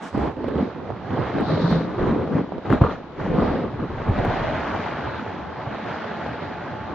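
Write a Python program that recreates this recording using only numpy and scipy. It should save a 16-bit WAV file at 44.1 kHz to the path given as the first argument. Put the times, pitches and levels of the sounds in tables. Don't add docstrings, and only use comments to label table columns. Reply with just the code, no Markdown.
import sys
import numpy as np
from scipy import signal
from scipy.fft import rfft, irfft, next_fast_len
from scipy.io import wavfile
from scipy.ndimage import uniform_filter1d

SR = 44100
rng = np.random.default_rng(int(sys.argv[2]) if len(sys.argv) > 2 else 0)


def to_wav(sig):
    pcm = np.clip(np.atleast_2d(sig), -1, 1) * 32767
    pcm = np.round(pcm).astype(np.int16)
    wavfile.write(sys.argv[1], SR, pcm.T)


N = 306136
TIME_S = np.arange(N) / SR

# start of hold in seconds, rise in seconds per 20 dB, hold in seconds,
# level in dB, then deep gust, billow and fine crinkle in dB above that level.
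FLAPS = [(.03, 0.062, 0.037, -34.5, -29, -14.5, -9.5), (.15, .02, 0.13, -23, -23, -6, -18),
         (.37, .015, 0.055, -30.5, -32, -13, -22.5), (.446, 0.11, 0.074, -26.5, -37, -15.5, -16.5),
         (.58, .1, 0.04, -20.5, -40, -12, -20), (0.807, 0.13, .12, -32, -30, -8, -21.5),
         (1.128, 0.11, .13, -24.5, -26, -7.5, -17.5), (1.368, .15, 0.05, -22, -40, -12.5, -20.5),
         (1.525, 0.24, 0.12, -23, -30, -11.5, -21), (1.71, 0.047, 0.045, -22, -28, -17, -21),
         (1.8, 0.051, 0.047, -25.5, -25, -15, -20.5), (2.0, 0.071, 0.028, -21.5, -14, -6, -20.5),
         (2.075, 0.045, .03, -16.5, -12, -8, -20.5), (2.139, .06, 0.081, -22, -29, -6.5, -23.5),
         (2.335, 0.089, 0.06, -20, -49, -14, -24), (2.521, 0.028, .02, -31, -41, -11, -21.5),
         (2.66, 0.03, .04, -30.5, -28, -7, -15.5), (2.702, 0.014, 0.03, -17.5, -16, -3, -16),
         (2.814, 0.014, 0.052, -20, -10, -2.5, -20), (2.9, .03, .02, -27.5, -16, -11, -9),
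         (3.21, 0.09, .07, -28, -19, -6.5, -13.5), (3.312, 0.069, .12, -19.5, -16, -8.5, -21.5),
         (3.45, .08, .11, -20.5, -18, -10, -16.5), (3.602, 0.066, 0.061, -25.5, -22, -10, -20),
         (3.803, 0.041, .02, -26, -18, -3, -20.5), (4.081, 0.077, .03, -25, -4, -4, -20),
         (4.188, .03, 0.092, -26.5, -11, -5, -18.5), (4.742, 0.046, .02, -27.5, -29, -7, -15),
         (5.05, 0.056, 0.027, -31, -32, 1, -11.5), (5.188, 0.059, 0.015, -35, -37, -6, -8),
         (5.678, 0.093, 0.043, -30.5, -31, -8, -11.5), (5.895, .04, .025, -29.5, -40, -14, -9),
         (6.265, 0.06, 0.047, -31, -39, -8, -11), (6.41, .04, .025, -32, -40, -9, -11)]
# time in seconds, level in dB, then deep gust, billow and
# fine crinkle in dB above that level.
DRAG = [(0, -49, -34, -16, -15), (.45, -39.5, -35, -8, -14), (.75, -36, -29, -9, -12),
        (1.03, -35.5, -25, -4, -12.5), (1.28, -29, -29, -10, -3), (1.86, -29, -22.5, -11, -15),
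        (2.3, -29.5, -34, -12, -19.5), (2.62, -36.5, -25, -11, -16.5), (2.95, -36, -17, -5, -13.5),
        (3.11, -39.5, -27, -10.5, -16), (3.7, -32, -21.5, -2, -16), (3.95, -30, -14.5, -7, -13.5),
        (4.3, -25.5, -10, -4, -8), (4.55, -27, -16, -7.5, -6.5), (4.97, -31, -32.5, -9, -6),
        (5.49, -33, -32, -7.5, -10.5), (5.92, -32, -39, -15.5, -5.5), (6.4, -32.5, -37, -11, -7.5),
        (6.84, -33.5, -30, -3.5, -9), (6.94, -28, -28, -12, -15)]
# top in Hz, clicks per cycle, size spread in dB, flicker in dB,
# share of the common shake, share of the quick motion, offset in dB, share of gust, billow or crinkle.
CREASE_BANDS = [(59, 0.9, 1.8, -0.5, 0.43, 0.65, -0.5, 1), (132, .5, 3.6, 2, 0.56, 0.88, -0.5, 1),
                (526, .4, 2.02, 1.17, 0.8, 0.89, -4.5, -0.13), (1220, .4, 1.4, 1.97, 0.87, 0.85, 2.5, 0.61),
                (3078, .4, 1.1, 0.8, 0.82, 0.8, 0, 0.99), (9000, .6, 1.2, 2.3, 0.79, 0.49, -17, 0.95)]
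# frequency in Hz, gain in dB.
CLOTH_SPECTRUM = [(18, -17), (38, -8.5), (52, -16), (66, -1.5), (160, 0), (250, -0.5), (500, -5),
                  (1000, -12), (1600, -16), (2600, -28), (3900, -33), (5000, -43), (7100, -54),
                  (8000, -77.5)]
# frequency in Hz, side minus mid in dB.
CLOTH_WIDTH = [(30, -31.5), (80, -15), (170, -11.5), (350, -9.5), (700, -6.5), (1300, -12), (2400, -15),
               (4400, 1.5), (8000, -2)]
# time in seconds, left minus right in dB.
CLOTH_PAN = [(0.0, -2), (1.29, -2.5), (1.51, 0), (6.94, -0.3)]
# start in seconds, peak in dB, ring in Hz, left minus right in dB.
SNAPS = [(0.1285, -25, 1100, -4.0), (0.1758, -13, 400, 0), (0.367, -23, 466, -7), (0.443, -13.5, 584, -6),
         (0.483, -12.5, 435, -5), (0.555, -16, 420, -4), (0.903, -12.5, 700, -4), (0.964, -25, 900, 0),
         (1.106, -25, 404, 4), (1.384, -8.5, 506, -5), (1.994, -13, 574, -2), (2.275, -17.5, 439, -5),
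         (2.492, -25, 700, 0), (2.521, -16.5, 630, -8), (2.582, -18.5, 464, -11), (2.702, -13, 1080, 6),
         (2.722, -11.5, 330, 2), (2.7265, -7.5, 1150, 6), (2.736, -16, 950, -2), (2.813, -19, 900, 5),
         (3.799, -23, 401, 9), (4.018, -19, 444, 3), (4.187, -14.5, 600, 4), (4.249, -11, 770, 3),
         (4.763, -14.5, 802, -6), (5.747, -19, 824, 1), (6.262, -20, 850, -2)]
# start in seconds, level in dB, ring in Hz,
# t60 in seconds.
THUMPS = [(0.151, -14.5, 268, 0.036), (.222, -18, 244, 0.087), (0.581, -16.5, 204, 0.036),
          (.628, -12, 248, 0.05), (1.424, -12, 218, 0.053), (1.714, -8, 230, 0.038),
          (2.124, -9, 221, 0.013), (2.352, -13, 176, 0.037), (2.7315, -6.5, 247, 0.047),
          (2.8176, 1, 130, 0.018), (4.0913, -7, 110, 0.051), (4.109, -16, 76, 0.15),
          (4.194, -14, 116, 0.046), (4.2818, -16, 110, 0.04), (5.672, -21, 130, 0.05)]
# time in seconds, relative level in dB.
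TICKS = [(0.176, -49), (0.4843, -50), (0.628, -54), (1.1932, -54), (1.4067, -47), (1.708, -48),
         (2.0911, -54), (2.1246, -55), (4.1889, -56), (2.7018, -49), (2.7224, -50), (2.7264, -49),
         (2.7312, -43), (2.8174, -38.5), (3.4111, -53), (4.0896, -48), (4.2502, -44), (6.2806, -57)]
# time in seconds, pitch in Hz, level in dB.
DRUM = [(1.486, 144.7, -31), (1.52, 151.6, -24.5), (1.55, 166, -20), (1.578, 168, -41), (1.615, 163, -29.5),
        (1.652, 162, -14), (1.676, 177, -28), (1.688, 182.5, -21), (1.702, 183.3, -30), (1.718, 174.6, -14),
        (1.74, 166.6, -26), (1.758, 166.3, -12), (1.785, 164.4, -25), (1.84, 169.6, -33)]
# time in seconds, level in dB.
HEM_LEVELS = [(1.42, -52), (1.52, -41.5), (1.64, -43.5), (1.77, -44.5), (1.86, -53)]
# time in seconds, mid level in dB.
SWISH_LEVELS = [(0.0, -73), (0.03, -51), (.085, -56), (.115, -62), (.16, -64), (0.36, -78)]
# frequency in Hz, relative gain in dB.
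SWISH_SPECTRUM = [(1760, -36), (3000, 1), (4440, -13), (5270, -5.5), (8070, -10.5), (12900, -34),
                  (15500, -54.5)]
# pitch in Hz, waver in Hz, left minus right in dB.
TONES = [(868, 2.004, -3.5)]
# time in seconds, level in dB.
TONE_LEVELS = [(0, -49.5), (2.5, -65), (4.2, -45), (5.2, -43.5), (6.0, -42), (6.94, -43.5)]
# time in seconds, pitch in Hz, level in dB.
HUM = [(5.7, 214.8, -42.5), (6.21, 216.7, -41.5), (6.3, 234, -48)]

FLAP_FALL_DB_PER_S, BLEND_S, SWEEP_S = 240.5, 0.029, 0.12
CALM_SHARE = 0.45
SHAKE_KICK_DB, SHAKE_DECAY_S = 4, 0.006
SNAP_T60_CYCLES, CRACK_HZ, CRACK_DB = 5.5, 2600, -19
SUCTION_SHARE = 0.32
TICK_GAIN_DB, TICK_DELAY_S, TICK_TAIL_DB, TICK_TAIL_S = 12, 0.0012, -22, 0.004
HEM_HZ, HEM_WIDTH_HZ, HEM_TOP_HZ = 3900, 1200, 6800
LEAVES_DB, LEAVES_TOP_HZ, HISS_DB, HISS_TOP_HZ = -57.5, 2600, -93.5, 10000
TOP_HZ = 15600
FFT_SIZE = next_fast_len(N)
BINS_HZ = np.fft.rfftfreq(FFT_SIZE, 1 / SR) + 1


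def rustle():
    motion_db, flapping, gust_db, billow_db, crinkle_db = motion()
    unrest = CALM_SHARE + (1 - CALM_SHARE) * flapping
    window = int(SWEEP_S * SR)
    sweep_db = 10 * np.log10(uniform_filter1d(uniform_filter1d(undb(2 * motion_db), window), window))
    colour = bin_gains(CLOTH_SPECTRUM) * np.array([np.ones(len(BINS_HZ)), bin_gains(CLOTH_WIDTH)])
    shake_db = 1.5 * unrest * walk(28) + aftershake_db()
    pitches_hz = 24 * 2 ** (np.arange(26) / 3)
    out, low_hz = 0, 1
    for band, control_db in zip(CREASE_BANDS, [gust_db, billow_db] + 4 * [crinkle_db]):
        top_hz, density, spread_db, flicker_db, shake, quick, offset_db, share = band
        clicks = sum(undb(flicker_db * unrest * walk(13)) * creases(hz, density, spread_db)
                     for hz in pitches_hz[(pitches_hz >= low_hz) & (pitches_hz < top_hz)])
        low_cut = 1 / np.sqrt(1 + (low_hz / BINS_HZ) ** 10)
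        spectrum = rfft(clicks * undb(shake * shake_db), FFT_SIZE)
        mid, side = irfft(spectrum * colour * low_cut, FFT_SIZE)[:, :N]
        level_db = sweep_db + quick * (motion_db - sweep_db) + offset_db + share * control_db
        out = out + undb(level_db) / mid.std() * np.array([mid + side, mid - side])
        low_hz = top_hz
    return out * pan(curve(CLOTH_PAN)[0])


def motion():
    drag_db, *blend_db = curve(DRAG)
    power = undb(2 * drag_db)
    weighted = power * np.array(blend_db)
    for start_s, rise_s, hold_s, level_db, *above_db in FLAPS:
        down_db = 20 / rise_s * np.maximum(start_s - TIME_S, 0)
        down_db += FLAP_FALL_DB_PER_S * np.maximum(TIME_S - start_s - hold_s, 0)
        near = np.flatnonzero(down_db < 60)
        flap_power = undb(2 * (level_db - down_db[near]))
        power[near] += flap_power
        weighted[:, near] += flap_power * np.array(above_db)[:, None]
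    flapping = 1 - undb(2 * drag_db) / power
    return 10 * np.log10(power), flapping, *uniform_filter1d(weighted / power, int(BLEND_S * SR))


def creases(hz, clicks_per_cycle, spread_db):
    count = int(clicks_per_cycle * hz * N / SR)
    starts = rng.integers(0, N, count)
    sizes = rng.choice([-1, 1], count) * undb(spread_db * np.minimum(rng.exponential(size=count), 4))
    clicks = np.zeros((2, N))
    clicks[:, starts] = sizes, sizes * rng.standard_normal(count)
    return butter(clicks, 2, hz * 2 ** np.array([-1 / 6, 1 / 6]), "band") / clicks[0].std()


def aftershake_db():
    kicks_db = np.zeros(N)
    kicks_db[(np.array(SNAPS)[:, 0] * SR).astype(int)] = SHAKE_KICK_DB
    return signal.lfilter([1], [1, -np.exp(-1 / (SHAKE_DECAY_S * SR))], kicks_db)


def snaps():
    out = np.zeros((2, N))
    for start_s, peak_db, hz, pan_db in SNAPS:
        gains = undb(peak_db) * pan(pan_db)[:, None]
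        add(out, start_s, gains * ring(hz, SNAP_T60_CYCLES / hz, push_cycles=0.28))
        crack = ring(CRACK_HZ * undb(rng.standard_normal()), SNAP_T60_CYCLES / CRACK_HZ, push_cycles=0.22)
        add(out, start_s, gains * undb(CRACK_DB) * crack)
    return out


def thumps():
    out = np.zeros((2, N))
    for start_s, level_db, hz, t60_s in THUMPS:
        suction = -SUCTION_SHARE * np.sin(np.linspace(0, np.pi, int(SR / hz / 2)))
        add(out, start_s - 0.5 / hz, undb(level_db) * suction)
        add(out, start_s, undb(level_db) * ring(hz, t60_s, push_cycles=0.15))
    return out


def ticks():
    out = np.zeros((2, N))
    for time_s, level_db in TICKS:
        tick = undb(TICK_TAIL_DB) * rng.standard_normal((2, 600)) * np.exp(-TIME_S[:600] / TICK_TAIL_S)
        tick[:, 0] = undb(0.8 * rng.standard_normal(2))
        add(out, time_s + TICK_DELAY_S, undb(level_db + TICK_GAIN_DB) * tick)
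    return butter(out, 3, 5000, "high")


def drum():
    return wavering(*curve(DRUM, outside_db=-64.5), roughness=0.18)


def hem_whistle():
    b, a = signal.iirpeak(HEM_HZ, HEM_HZ / HEM_WIDTH_HZ, fs=SR)
    air = signal.lfilter(b, a, signal.lfilter(b, a, rng.standard_normal((2, N))))
    level_db = curve(HEM_LEVELS, outside_db=-120)[0] + 1.9 * walk(30)
    return undb(level_db) * unit_rms(butter(air, 8, HEM_TOP_HZ))


def swish():
    spectra = rfft(rng.standard_normal((2, FFT_SIZE))) * bin_gains(SWISH_SPECTRUM)
    mid, side = map(unit_rms, irfft(spectra, FFT_SIZE)[:, :N])
    level_db = curve(SWISH_LEVELS, outside_db=-120)[0] + 2.4 * walk(54)
    return undb(level_db) * np.array([mid + 0.6 * side, mid - 0.6 * side])


def wood():
    swell_db = curve(TONE_LEVELS)[0]
    tone = 0
    for hz, waver_hz, pan_db in TONES:
        voice = wavering(hz + waver_hz * walk(4), swell_db + 0.8 * walk(3), roughness=0.4)
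        tone = tone + pan(pan_db)[:, None] * voice
    far_gains = bin_gains(CLOTH_SPECTRUM) / np.sqrt(1 + (LEAVES_TOP_HZ / BINS_HZ) ** 6)
    leaves = unit_rms(irfft(rfft(rng.standard_normal((2, FFT_SIZE))) * far_gains, FFT_SIZE)[:, :N])
    hiss = butter(rng.standard_normal((2, N)), 1, HISS_TOP_HZ)
    hum = wavering(*curve(HUM, outside_db=-77.5), roughness=0.15)
    return tone + hum + undb(LEAVES_DB) * leaves + undb(HISS_DB) * hiss


def ring(hz, t60_s, push_cycles):
    t = np.arange(int(t60_s * SR) + 2) / SR
    y = np.sin(2 * np.pi * hz * t) * np.exp(-np.log(1000) * t / t60_s)
    y = np.convolve(y, np.hanning(int(push_cycles * SR / hz) + 3))
    return y / np.abs(y).max()


def wavering(hz, rms_db, roughness):
    amplitude = np.sqrt(2) * undb(rms_db + 4.9 * roughness * walk(40))
    return amplitude * np.sin(2 * np.pi * np.cumsum(hz) / SR + roughness * walk(25))


def walk(rate_hz):
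    steps = np.repeat(rng.standard_normal(int(rate_hz * N / SR) + 2), 8)
    steps = uniform_filter1d(uniform_filter1d(steps, size=8), size=8)
    return np.interp(TIME_S * rate_hz * 8, np.arange(len(steps)), unit_rms(steps))


def curve(table, outside_db=None):
    times_s, *columns = np.transpose(table)
    out = [np.interp(TIME_S, times_s, column) for column in columns]
    if outside_db is not None:
        padded_s = [times_s[0] - 0.04, *times_s, times_s[-1] + 0.04]
        out[-1] = np.interp(TIME_S, padded_s, [outside_db, *columns[-1], outside_db])
    return out


def bin_gains(table):
    hz, db = np.transpose(table)
    return undb(np.interp(np.log(BINS_HZ), np.log(hz + 1), db))


def butter(x, order, hz, kind="low"):
    return signal.sosfilt(signal.butter(order, hz, kind, fs=SR, output="sos"), x)


def add(out, start_s, sound):
    i = int(start_s * SR)
    out[:, i:i + sound.shape[-1]] += sound[..., :N - i]


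def pan(db):
    return undb(np.array([db, -db]) / 2)


def undb(db):
    return 10 ** (np.asarray(db) / 20)


def unit_rms(x):
    return x / np.sqrt(np.mean(x ** 2))


def scene():
    cloth = rustle()
    blows = butter(snaps() + thumps(), 1, 40, "high")
    return cloth + blows + ticks() + drum() + hem_whistle() + swish() + wood()


def record(dry):
    clipped = np.clip(dry, -0.99, 0.99)
    return signal.sosfilt(signal.ellip(10, 0.1, 80, TOP_HZ, fs=SR, output="sos"), clipped)


dry = scene()
out = record(dry)
to_wav(out)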